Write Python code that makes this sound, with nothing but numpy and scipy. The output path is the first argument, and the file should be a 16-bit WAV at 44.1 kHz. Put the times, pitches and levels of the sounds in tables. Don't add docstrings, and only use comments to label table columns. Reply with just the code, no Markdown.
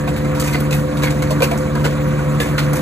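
import sys
import numpy as np
from scipy import signal
from scipy.fft import rfft, irfft
from scipy.io import wavfile

SR = 44100
rng = np.random.default_rng(int(sys.argv[2]) if len(sys.argv) > 2 else 0)


def wrap_up_sound(samples):
    columns = np.atleast_2d(samples).T
    tamed = np.clip(columns, -1, 1)
    steps = np.round(tamed * 32767).astype(np.int16)
    wavfile.write(sys.argv[1], SR, steps)


N = 123921

# [multiple of the pass rate, rms level/dB]
BLADE_HARMONICS = [(1, -33), (2, -20.5), (3, -29), (4, -28), (5, -36.5), (6, -43), (7, -27.5), (8, -44.5),
                   (10, -47), (13, -42), (15, -44), (16, -44.5), (18, -52.5)]
# [t/s, level/dB]
HOUSING_SWELL = [(0.0, -22), (0.1, -20), (0.14, -24.5), (0.31, -17.5), (0.37, -22.5), (0.8, -16),
                 (0.92, -27.5), (0.98, -18.5), (1.38, -20), (1.41, -21), (1.67, -23), (1.84, -15.5),
                 (1.92, -18.5), (2.39, -17), (2.46, -25), (2.52, -17.5), (2.75, -15), (2.81, -26)]
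# [multiple of the firing rate, rms level/dB]
ENGINE_TONES = [(2, -33), (3, -41.5), (9.42, -39), (36.5, -45.5)]
# [t/s, peak level of the crack/dB, rms levels of thud, knock, rattle and hiss/dB,
# f of thud, knock and crack/Hz, decay time constant/s]
CHIP_STRIKES = [(0.075, -27, -26, -29, -39.5, -42, 722, 2450, 3800, 0.026),
                (0.163, -27, -45, -32, -37, -36.5, 810, 2300, 3880, 0.019),
                (0.2466, -30, -27, -29, -40.5, -45, 740, 2130, 3970, 0.02),
                (0.348, -26.5, -34, -28.5, -36, -39, 744, 1360, 3830, 0.033),
                (0.397, -20, -41, -30, -22.5, -27, 980, 1750, 4540, 0.013),
                (0.42, -28, -24.5, -27, -39, -42, 477, 1300, 3950, 0.025),
                (0.4375, -28, -41, -29, -31.5, -37, 504, 1760, 4570, 0.07),
                (0.475, -24.5, -37, -22, -30.5, -32, 940, 2500, 3640, 0.022),
                (0.527, -23, -32, -24, -33, -36.5, 700, 2090, 4230, 0.029),
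                (0.5442, -18, -19.5, -14, -44, -47, 326, 2030, 4485, 0.013),
                (0.599, -31, -31, -36, -39, -35.5, 567, 1490, 3440, 0.028),
                (0.7083, -23, -23, -27, -31, -36, 499, 2540, 4040, 0.028),
                (0.725, -17, -30, -19, -26.5, -30, 326, 2520, 3700, 0.017),
                (0.746, -41, -32, -34, -30.5, -27, 614, 2570, 3730, 0.012),
                (0.97, -23, -45, -34, -33.5, -37.5, 790, 2280, 3800, 0.015),
                (1.02, -26, -29, -28.5, -38, -42, 457, 1630, 3900, 0.081),
                (1.034, -20.5, -19, -18, -29.5, -33.5, 480, 2270, 4300, 0.019),
                (1.0677, -22, -34, -17, -48, -38, 820, 2140, 3370, 0.018),
                (1.104, -28.5, -28, -33, -36, -41, 687, 2360, 3730, 0.024),
                (1.221, -23.5, -27, -24, -33, -37, 566, 2200, 3200, 0.018),
                (1.3044, -22, -20, -35, -30, -35, 617, 1460, 4370, 0.021),
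                (1.404, -20, -18.5, -26, -34.5, -37, 485, 2380, 3270, 0.015),
                (1.42, -10.5, -15.5, -17, -24.5, -28, 550, 2400, 4370, 0.017),
                (1.4288, -30, -27, -14.5, -25.5, -26.5, 517, 2690, 3170, 0.014),
                (1.5124, -23.5, -19, -25, -36, -38, 680, 2300, 3790, 0.021),
                (1.575, -40, -33, -30.5, -27.5, -32, 880, 1520, 4220, 0.0069),
                (1.751, -27.5, -23.5, -28.5, -40.5, -44, 1000, 1630, 3370, 0.064),
                (1.842, -15.5, -18.5, -20.5, -30, -35, 560, 1450, 3120, 0.023),
                (1.852, -26, -18, -23, -28.5, -36, 360, 1470, 4000, 0.011),
                (2.19, -36, -28, -23.5, -39, -44, 926, 1470, 3030, 0.0082),
                (2.4007, -12, -13, -18, -26, -28, 508, 1740, 3530, 0.0082),
                (2.4123, -19, -40, -20.5, -26.5, -29.5, 505, 1700, 3610, 0.027),
                (2.579, -13.5, -24.5, -16.5, -27, -32.5, 470, 1435, 4140, 0.024),
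                (2.73, -28.5, -23, -29, -32, -31.5, 498, 1500, 3240, 0.045),
                (2.767, -26, -33, -32, -30, -31.5, 1000, 1840, 3670, 0.017)]
# [level against their noise/dB, t60/s]
STRIKE_TONES = [(-8, 0.094), (-11.5, 0.057), (-12, 0.089)]
# [f/Hz, level against the strike noise/dB, t60/s]
CHUTE_MODES = [(337, -17, 0.079), (476, -7.5, 0.093), (702, -14.5, 0.051), (1000, -11, 0.015),
               (1525, -15.5, 0.015), (2070, -11.5, 0.01), (2360, -13, 0.014), (3550, -34, 0.078)]
# [f/Hz, relative level per Hz/dB]
RATTLE_SPECTRUM = [(2500, 6), (3600, 0), (4600, -2), (5300, -4), (6800, -0.5), (8500, -2.5), (10000, -10.5),
                   (12500, -10.5), (15500, -13.5)]
# [f/Hz, relative level per Hz/dB]
ROAR_SPECTRUM = [(38, -50), (52, -22), (100, -3.5), (180, -2), (247, -9), (300, -7.5), (390, -13),
                 (435, -19), (490, -12.5), (620, -13), (800, -20.5), (1000, -17), (1450, -18.5),
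                 (2300, -23), (2990, -31.5), (4200, -33.5), (5300, -38), (7000, -34.5), (8800, -39.5),
                 (11000, -39.5), (14000, -48.5), (15900, -26)]
# [t/s, level/dB]
ROAR_COURSE = [(0, -25), (.4, -23.5), (.9, -24), (1.4, -23.5), (1.9, -24), (2.4, -22.5), (2.81, -22)]
# [f/Hz, phase lead of the left/rad, likeness 0-1, left over right level/dB]
PORT_RESPONSE = [(40, 0, 1, 0), (172, -.5, 1, 0), (516, -1.1, .97, -.2), (860, -1.4, .86, -1.4),
                 (1200, -1, .85, -2.1), (1550, 0, .83, -1.7), (1900, .9, .7, -.3), (2600, 2, .74, -2.8),
                 (3100, 2.4, .67, -.4), (3450, 1.9, .6, 1.6), (3950, .6, .7, -1.5), (4400, 1.5, .5, -2.4),
                 (5170, 3.6, .7, -.4), (6200, 5.5, .75, 0), (6720, 6.2, .9, 0), (8270, 7.2, .75, 0),
                 (9100, 7.9, .6, 0), (9820, 9.4, .8, 0), (10400, 6.9, .7, 0), (16000, 7, .75, 0)]

BLADE_HZ, FIRST_BEAT_S = 73.29, .0109
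SPEED_WANDER_RAD, HUM_WAVER_DB = 0.12, 0.9
FIRING_HZ, FIRST_FIRING_S = 29.457, .0334
CHIP_ATTACK_S = .0007
SPLINTERS_PER_S, SPLINTER_SPREAD_DB = 1400, 2.5
DUST_SHARE = .8
CREST_DB = 8.5
BLOW_DB = 28
UNEVEN_DB = 2.0
TAIL_DB, TAIL_S = -14, 0.071
ROAR_PATCHY_DB = 2.27
ROAR_BEAT, ROAR_THROB = 0.038, 0.054
CUTOFF_HZ, ROUND_AT = 16250, 1.3


def blades():
    since_beat = np.arange(N) / SR - FIRST_BEAT_S
    turn = 2 * np.pi * BLADE_HZ * since_beat + SPEED_WANDER_RAD * drift(0.33)
    swell = in_time(HOUSING_SWELL)
    hum = 0
    for k, db in BLADE_HARMONICS:
        if k == 2:
            waver_db = swell - swell.mean()
        else:
            waver_db = HUM_WAVER_DB * np.sqrt(k) * drift(13.0)
        phase = 2 * np.pi * rng.random() if k % 2 and k > 1 else 0
        hum = hum + from_db(db + waver_db) * np.cos(k * turn + phase)
    return np.sqrt(2) * hum, turn


def engine():
    turn = 2 * np.pi * FIRING_HZ * (np.arange(N) / SR - FIRST_FIRING_S)
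    tones = 0
    for k, db in ENGINE_TONES:
        tones = tones + from_db(db + HUM_WAVER_DB * drift(4.0)) * np.cos(k * turn)
    return np.sqrt(2) * tones


def splinter_spray():
    struck = rng.random((2, N)) < SPLINTERS_PER_S / SR
    size_db = SPLINTER_SPREAD_DB * np.minimum(rng.exponential(1, (2, N)), 4)
    splinters = struck * from_db(size_db) * rng.choice([-1, 1], (2, N))
    return rms_one(rms_one(splinters) + DUST_SHARE * rng.standard_normal((2, N)))


def chips():
    t, out = np.arange(N) / SR, np.zeros((2, N))
    spray = splinter_spray()
    power = np.zeros((5, N))
    for s, crack_db, thud_db, knock_db, rattle_db, hiss_db, *tones_hz, length_s in CHIP_STRIKES:
        i = int(s * SR)
        age = t[:min(N - i, SR // 2)]
        span = slice(i, i + len(age))
        rise = 1 - np.exp(-age / CHIP_ATTACK_S)
        burst = rise * np.exp(-age / length_s)
        shape = burst + from_db(TAIL_DB) * rise * np.exp(-age / TAIL_S)
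        levels_db = np.array([thud_db, knock_db, crack_db - CREST_DB, rattle_db, hiss_db])
        power[:, span] += (from_db(levels_db)[:, None] * shape) ** 2
        blow = spray[:, span] * burst + 1e-18
        blow[0, int(2 * CHIP_ATTACK_S * SR)] += from_db(BLOW_DB)
        for hz, level_db, (tone_db, t60) in zip(tones_hz, levels_db, STRIKE_TONES):
            out[:, span] += from_db(level_db + tone_db) * ring(blow, hz, t60)
    envelopes = np.sqrt(power)

    bright = colour(spray, RATTLE_SPECTRUM) * from_db(UNEVEN_DB * drift(40))
    bands_hz = [2500, 5100], [5100, 9700], [9700, 16500]
    for envelope, edges in zip(envelopes[2:], bands_hz):
        out += envelope * rms_one(bandpass(bright, 3, edges))

    for k, (hz, db, t60) in enumerate(CHUTE_MODES):
        envelope = envelopes[int(hz > 1100) + int(hz > 2900)]
        drive = spray * from_db(db + 1.7 * drift(5.3)) * envelope
        out += (-1) ** k * ring(drive, hz, t60)
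    return out


def roar(turn):
    edges = 40 * 2 ** np.arange(0, 9.1, 1 / 3)
    shaped = colour(rng.standard_normal((2, 2, N)), ROAR_SPECTRUM)
    noise = 0
    for k, band_edges in enumerate(zip(edges, edges[1:])):
        band = bandpass(shaped[k % 2], 2, band_edges)
        noise = noise + band * from_db(ROAR_PATCHY_DB * drift(24))
    beat = ROAR_BEAT * np.cos(2 * turn)
    throb = ROAR_THROB * np.cos(turn * FIRING_HZ / BLADE_HZ)
    return from_db(in_time(ROAR_COURSE)) * rms_one(noise) * (1 + beat + throb)


def ports(shared, apart):
    hz = np.maximum(np.fft.rfftfreq(N, 1 / SR), 1)
    lead, alike, tilt_db = (at_hz(PORT_RESPONSE, hz, column=k) for k in (1, 2, 3))
    alike = np.clip(alike, 0, 1)
    sign = np.array([[1], [-1]])
    common = np.sqrt((1 + alike) / 2) * rfft(shared)
    opposed = sign * np.sqrt((1 - alike) / 2) * rfft(apart)
    response = np.exp(.5j * sign * lead) * from_db(sign * tilt_db / 2)
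    return irfft((common + opposed) * response, N)


def ring(x, hz, t60):
    r, w = from_db(-60 / (t60 * SR)), 2 * np.pi * hz / SR
    gain = 2 * np.sin(w) * np.sqrt(1 - r * r)
    return signal.lfilter([0, gain], [1, -2 * r * np.cos(w), r * r], x)


def bandpass(x, order, edges):
    return signal.sosfilt(signal.butter(order, edges, "band", fs=SR, output="sos"), x)


def colour(x, spectrum):
    hz = np.maximum(np.fft.rfftfreq(N, 1 / SR), 1)
    return irfft(rfft(x) * from_db(at_hz(spectrum, hz)), N)


def drift(rate):
    step = 40
    r = np.exp(-2 * np.pi * rate * step / SR)
    slow = signal.lfilter([1], [1, -2 * r, r * r], rng.standard_normal(N // step + 2002))
    slow = slow[2000:]
    return np.interp(np.arange(N) / step, np.arange(len(slow)), rms_one(slow - slow.mean()))


def in_time(rows):
    s, db = np.transpose(rows)
    return np.interp(np.arange(N) / SR, s, db)


def at_hz(points, hz, column=1):
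    points = np.array(points)
    return np.interp(np.log(hz), np.log(points[:, 0]), points[:, column])


def from_db(db):
    return 10 ** (np.asarray(db) / 20)


def rms_one(x):
    return x / np.sqrt(np.mean(x ** 2) + 1e-20)


def scene():
    hum, turn = blades()
    noise = roar(turn) + chips()
    return ports(hum + engine() + noise[0], noise[1])


def record(dry):
    rounded = ROUND_AT * np.tanh(dry / ROUND_AT)
    return signal.sosfilt(signal.cheby2(12, 70, CUTOFF_HZ, fs=SR, output="sos"), rounded)


dry = scene()
out = record(dry)
wrap_up_sound(out)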